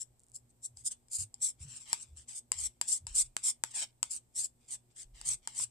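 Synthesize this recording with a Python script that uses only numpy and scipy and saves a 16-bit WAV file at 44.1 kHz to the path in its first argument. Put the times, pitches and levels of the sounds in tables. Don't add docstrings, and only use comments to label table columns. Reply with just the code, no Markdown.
import sys
import numpy as np
from scipy import signal
from scipy.fft import rfft, irfft, next_fast_len
from scipy.io import wavfile

SR = 44100
rng = np.random.default_rng(int(sys.argv[2]) if len(sys.argv) > 2 else 0)


def generate_wav(signal):
    frames = np.transpose(np.atleast_2d(signal))
    scaled = np.clip(frames, -1, 1) * 32767
    pcm = np.round(scaled).astype(np.int16)
    wavfile.write(sys.argv[1], SR, pcm)


N = 251370
TIME = np.arange(N) / SR

# frequency_hz, gain_db
AIR_EQ = [(20, -58), (50, -51.5), (100, -56), (200, -61.5), (400, -66), (800, -70), (1300, -80),
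          (3000, -83.5), (5000, -84.5), (10000, -91.5), (13000, -82.5), (16000, -92.5)]
# pitch_hz, level_db
HUM_PARTIALS = [(60, -84.5), (120, -75.5), (240, -84.5), (360, -92.5)]
# start_s, length_s, edge_hiss_db, flat_rub_db, pressure_growth_db
KNIFE_STROKES = [(0.006, 0.023, -41, -70, -1.5), (0.337, 0.026, -47.5, -88, 20),
                 (0.493, .016, -68.5, -93, 1.5), (0.631, .031, -40.5, -81, 7.5),
                 (0.768, .06, -57, -82.5, 2.5), (0.852, .025, -32, -72, 8), (0.911, .017, -41, -61.5, 3),
                 (1.117, .05, -33.5, -68, 8), (1.185, .055, -38, -64, -4.5),
                 (1.422, 0.082, -32.5, -63.5, -5.5), (1.602, .05, -53, -66.5, 2.5),
                 (1.663, 0.12, -51.5, -63, 13), (1.803, .054, -55, -68.5, -12), (1.858, .087, -52, -57, 15),
                 (2.006, .037, -51, -69.5, 0), (2.171, 0.071, -57, -70.5, -15.5),
                 (2.289, 0.07, -47.5, -64.5, -11.5), (2.352, .039, -43, -69.5, 2.5),
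                 (2.558, 0.11, -38, -59, 13.5), (2.884, 0.094, -34, -63, -12.5),
                 (3.151, 0.071, -29, -55, 4.5), (3.246, .019, -52, -71.5, 3.5),
                 (3.439, 0.068, -28.5, -54, 6), (3.708, 0.019, -52.5, -67, 0),
                 (3.745, .062, -34.5, -50, 11), (3.82, 0.022, -34.5, -45, -6), (4.109, 0.065, -39, -64, -1),
                 (4.363, 0.096, -32.5, -63, -4), (4.607, 0.074, -73.5, -80.5, -1.5),
                 (4.687, 0.065, -40.5, -62.5, 15.5), (4.906, .016, -78, -79, 2),
                 (4.965, 0.066, -46, -64, 4), (5.154, 0.14, -61, -64, 1), (5.256, .086, -33, -55, 6),
                 (5.43, 0.033, -70, -72, -1), (5.551, 0.089, -35.5, -57, 12)]
# frequency_hz, gain_db
EDGE_EQ = [(600, -28), (2000, -33.5), (3800, -9.5), (4600, -5), (6000, -1.5), (9500, -3), (11700, -10.5),
           (12800, -16.5), (15500, -26.5)]
# frequency_hz, gain_db
RUB_EQ = [(100, -8.5), (300, -1.5), (650, 4), (950, 3.5), (1400, 1), (2100, 9), (3200, 9.5), (3900, 7),
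          (5500, 5), (9000, -12.5)]
# pitch_hz, width_hz, gain_db
SCRAPE_MODES = [(2160, 5.6, 1.9), (2420, 4.6, 2.3), (3120, 46, 6.7), (3493, 20, 9.3), (4870, 130, 4.5),
                (5500, 67, 7.4), (5980, 40, 2.6), (6380, 24, 2.4), (7414, 100, 3.94), (8260, 17, 3.6),
                (8630, 48, 5.4), (9100, 40, 2.6), (10700, 35, 4.3), (11744, 19, 2.4)]
# start_s, length_s, first_pitch_hz, last_pitch_hz, level_db
BOARD_SHIFTS = [(0.727, 0.15, 90, 70.6, -61), (1.185, 0.12, 94.4, 96, -51), (1.604, 0.073, 85.2, 89, -48),
                (1.618, .14, 140.6, 108, -52.5), (2.062, 0.2, 88, 64, -56.5),
                (2.55, 0.17, 95.3, 39.7, -53.5), (3.003, 0.15, 84, 70, -52.5),
                (3.08, 0.27, 48.4, 28.9, -52), (5.04, 0.43, 39.9, 33.7, -55.5),
                (5.252, 0.13, 125.5, 111.5, -54.5), (5.586, 0.11, 125.4, 111, -58.5)]
# start_s, ring_db, knock_db, board_pitch_hz, note_boost_db, skid_db
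BLADE_TAPS = [(.771, -42.5, -69.5, 795, 21.5, -69), (1.084, -57, -74, 900, 2, -81.5),
              (1.342, -37, -68.5, 795, 22.5, -73.5), (1.93, -17, -33.5, 942, 14.5, -46),
              (2.5181, -24, -34.5, 1026, 9.5, -46), (2.813, -23, -32.5, 937, 8, -48.5),
              (3.068, -33.5, -51, 920, 19.5, -49), (3.3661, -30.5, -32.5, 1120, 3, -53),
              (3.637, -30, -30.5, 906, 10.5, -51.5), (4.029, -22.5, -32, 952, 8, -53),
              (5.213, -38, -50.5, 887, 10, -60.5), (5.474, -36, -39.5, 910, 14, -50.5),
              (5.598, -55, -47, 1010, 16.5, -62.5)]
# pitch_hz, width_hz, gain_db
PING_MODES = [(5060, 400, 23), (7325, 170, 18)]
# frequency_hz, gain_db
CRACK_EQ = [(1000, -15), (3500, 4.5), (4600, 21.5), (6500, 23.5), (9500, 15.5), (11700, 20), (13000, 5),
            (14500, -14)]
# frequency_hz, gain_db
KNOCK_EQ = [(40, 9.5), (150, 19), (400, 15.5), (1500, 25.5), (3000, 25.5), (5000, 13), (10000, -16)]
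# delay_s, left_db, right_db
REFLECTIONS = [(.0024, -30.5, -22.5), (.0095, -33.5, -24.5), (0.0098, -20.5, -20.5)]
# pitch_hz, width_hz, gain_db
LEFT_MIC_MODES = [(6190, 530, 0.5), (7700, 470, 20.5), (8200, 780, 1.5)]
# pitch_hz, width_hz, gain_db
RIGHT_MIC_MODES = [(6630, 530, -8.5), (7740, 1500, 4), (8575, 800, 18.5)]


def from_db(db):
    return 10 ** (np.asarray(db) / 20)


def rms_one(x):
    return x / np.sqrt(np.mean(x ** 2) + 1e-20)


def drift(rate_hz):
    knots = rng.standard_normal(N // 8)
    return rms_one(np.interp(TIME * rate_hz, np.arange(len(knots)), knots))


def equalise(x, curve):
    size = next_fast_len(N + SR // 4, True)
    hz, db = np.transpose(curve)
    bins_hz = np.maximum(np.arange(size // 2 + 1) * SR / size, 1)
    gain = from_db(np.interp(np.log(bins_hz), np.log(hz), db))
    cepstrum = irfft(np.log(gain), size)
    cepstrum[1:size // 2] *= 2
    cepstrum[size // 2 + 1:] = 0
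    return irfft(rfft(x, size) * np.exp(rfft(cepstrum)), size)[..., :N]


def ring(x, hz, width_hz):
    return signal.lfilter(*signal.iirpeak(hz, hz / width_hz, fs=SR), x + 1e-18)


def resonate(x, modes):
    for hz, width_hz, db in modes:
        x = x + (from_db(db) - 1) * ring(x, hz, width_hz)
    return x


def widen(draw, apart):
    return np.sqrt(1 - apart) * draw() + np.sqrt(apart) * np.array([draw(), draw()])


def pan(x, left_db):
    return x * from_db([[left_db / 2], [-left_db / 2]])


def room_tone(bass_hz=350, bass_width_db=-8):
    mid, side = rng.standard_normal((2, N))
    bass = signal.sosfilt(signal.butter(1, bass_hz, fs=SR, output="sos"), side)
    side = side + (from_db(bass_width_db) - 1) * bass
    return equalise(mid + side * [[1], [-1]], AIR_EQ)


def mains_hum(waver_db=4.5):
    hum = np.zeros(N)
    for hz, db in HUM_PARTIALS:
        peak = np.sqrt(2) * from_db(db + waver_db * drift(18))
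        hum += peak * np.sin(2 * np.pi * (hz * TIME + rng.random()))
    return hum


def scrape_envelopes(arch_db=5, rub_follows=0.59, skid_fade_db_per_s=171.5, skid_rub_db=-7.5):
    attack_db_per_s, release_db_per_s = 1596, 1499.5
    cling_db, cling_rise_db_per_s, cling_fade_db_per_s = -20, 752, 578.5
    t, layers_db = TIME[::20], []
    for start_s, length_s, edge_db, rub_db, growth_db in KNIFE_STROKES:
        progress = np.clip((t - start_s) / length_s, 0, 1)
        pressure_db = growth_db * (progress - .5) - arch_db * (2 * progress - 1) ** 2
        before_s, after_s = np.maximum(start_s - t, 0), np.maximum(t - start_s - length_s, 0)
        bite_db = -attack_db_per_s * before_s - release_db_per_s * after_s
        clay_db = cling_db - cling_rise_db_per_s * before_s - cling_fade_db_per_s * after_s
        shape_db = pressure_db + np.maximum(bite_db, clay_db)
        layers_db.append([edge_db + shape_db, rub_db + rub_follows * shape_db])
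    for start_s, *_, skid_db in BLADE_TAPS:
        slide_db = np.where(t > start_s, skid_db - skid_fade_db_per_s * (t - start_s), -np.inf)
        layers_db.append([slide_db, slide_db + skid_rub_db])
    power = np.sum(from_db(layers_db) ** 2, axis=0)
    return [np.interp(TIME, t, db) for db in 10 * np.log10(power + 1e-10)]


def grit(per_s, spread_db, judder_db, judder_hz):
    snaps = rng.random(N) < per_s / SR
    sizes = rng.choice([-1, 1], N) * from_db(spread_db * np.clip(rng.standard_normal(N), -2, 2))
    judder = from_db(judder_db * np.clip(drift(judder_hz), -2, 2))
    return rms_one(snaps * sizes / np.sqrt(per_s) * judder)


def blade_comb(x, round_trip_s, reflection=.72, wander=0.1984):
    lag = round_trip_s * SR * np.exp(wander * drift(9))
    samples = np.arange(N)
    returned = np.array([np.interp(samples - lag, samples, side) for side in x])
    return (x + reflection * returned) / np.hypot(1, reflection)


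def knife_scrape(grains_per_s=11000, full_db=-30, density_slope=0.54, edge_trim_db=-2.5):
    dull_hz, upright_db, flat_range_db = 9600, -24, 16
    edge_db, rub_db = scrape_envelopes()
    per_s = grains_per_s * from_db(density_slope * (edge_db - full_db))
    edge = widen(lambda: grit(per_s, spread_db=3.5, judder_db=2.5, judder_hz=470), apart=0.72)
    surge_db = 1.76 * drift(70)
    edge *= from_db(edge_db + surge_db + edge_trim_db)
    edge = equalise(blade_comb(edge, round_trip_s=0.000537), EDGE_EQ)
    flatness = np.clip((rub_db - edge_db - upright_db) / flat_range_db, 0, .92)
    dull = signal.sosfiltfilt(signal.butter(5, dull_hz, fs=SR, output="sos"), edge)
    edge = dull + (1 - flatness) * (edge - dull)
    rub = widen(lambda: grit(per_s, spread_db=4.0, judder_db=0.5, judder_hz=260), apart=0.72)
    rub = equalise(blade_comb(rub * from_db(rub_db), round_trip_s=0.000908), RUB_EQ)
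    return resonate(pan(edge, left_db=2.5) + pan(rub, left_db=1.0), SCRAPE_MODES)


def clay_ticks(start_s=.18, end_s=.33, gain_db=-73):
    pressing = (TIME > start_s) * (TIME < end_s)
    ticks = grit(per_s=110, spread_db=4.0, judder_db=1.0, judder_hz=29)
    return equalise(from_db(gain_db) * pressing * ticks, EDGE_EQ)


def board_thuds(rise_share=0.14, waver=0.1282, lumpy_db=3.5, rumble_db=-14.5, rumble_hz=(25, 135)):
    thuds = np.zeros(N)
    wobble = 1 + waver * drift(130)
    lumps = from_db(lumpy_db * drift(60))
    low_band = signal.butter(4, rumble_hz, "band", fs=SR, output="sos")
    rumble = from_db(rumble_db) * rms_one(signal.sosfilt(low_band, rng.standard_normal(N)))
    for start_s, length_s, first_hz, last_hz, db in BOARD_SHIFTS:
        peak_s, end_s = start_s + rise_share * length_s, start_s + length_s
        swell = np.interp(TIME, [start_s, peak_s, end_s], [0, 1, 0])
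        hz = np.interp(TIME, [start_s, end_s], [first_hz, last_hz]) * wobble
        tone = np.sin(2 * np.pi * (np.cumsum(hz) / SR + rng.random()))
        thuds += from_db(db) * np.sin(swell * np.pi / 2) * (lumps * tone + rumble)
    return thuds


def tap_transient(shortest_s=.0001, longest_s=.0004, reflection=0.56):
    shock = signal.unit_impulse(SR // 8)
    for trip_s in rng.uniform(shortest_s, longest_s, 3):
        loop = np.r_[1, np.zeros(int(trip_s * SR)), reflection]
        shock = signal.lfilter(loop[::-1], loop, shock)
    return shock


def knife_taps(note_width_hz=55):
    pings, cracks, knocks = np.zeros((3, 2, N + SR))
    for start_s, ring_db, knock_db, board_hz, note_db, _ in BLADE_TAPS:
        shock = widen(tap_transient, apart=0.83)
        onset = round(start_s * SR)
        span = slice(onset, onset + shock.shape[1])
        pings[:, span] += from_db(ring_db) * shock
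        cracks[:, span] += from_db(knock_db) * shock
        knocks[:, span] += from_db(knock_db) * resonate(shock, [(board_hz, note_width_hz, note_db)])
    steel = sum(from_db(db) * ring(pings[:, :N], hz, width_hz) for hz, width_hz, db in PING_MODES)
    crack = equalise(cracks[:, :N], CRACK_EQ)
    board = equalise(knocks[:, :N], KNOCK_EQ)
    return pan(steel + crack, left_db=3.5) + pan(board, left_db=-9.0)


def small_room(x, tail_db=-17, t60_s=0.13, predelay_s=0.0038):
    t = TIME[:SR // 3]
    response = rng.standard_normal((2, len(t))) * from_db(-60 * t / t60_s) * (t > predelay_s)
    response *= from_db(tail_db) / np.linalg.norm(response, axis=1, keepdims=True)
    for delay_s, left_db, right_db in REFLECTIONS:
        response[:, round(delay_s * SR)] += from_db([left_db, right_db])
    return x + signal.fftconvolve(x, response, axes=1)[:, :N]


def scene():
    knife_and_clay = knife_scrape() + knife_taps() + clay_ticks()
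    return small_room(knife_and_clay) + board_thuds() + room_tone() + mains_hum()


def record(dry):
    cutoff_hz = 15400
    heard = np.array([resonate(dry[0], LEFT_MIC_MODES), resonate(dry[1], RIGHT_MIC_MODES)])
    return signal.sosfilt(signal.ellip(10, .1, 80, cutoff_hz, fs=SR, output="sos"), heard)


dry = scene()
out = record(dry)
generate_wav(out)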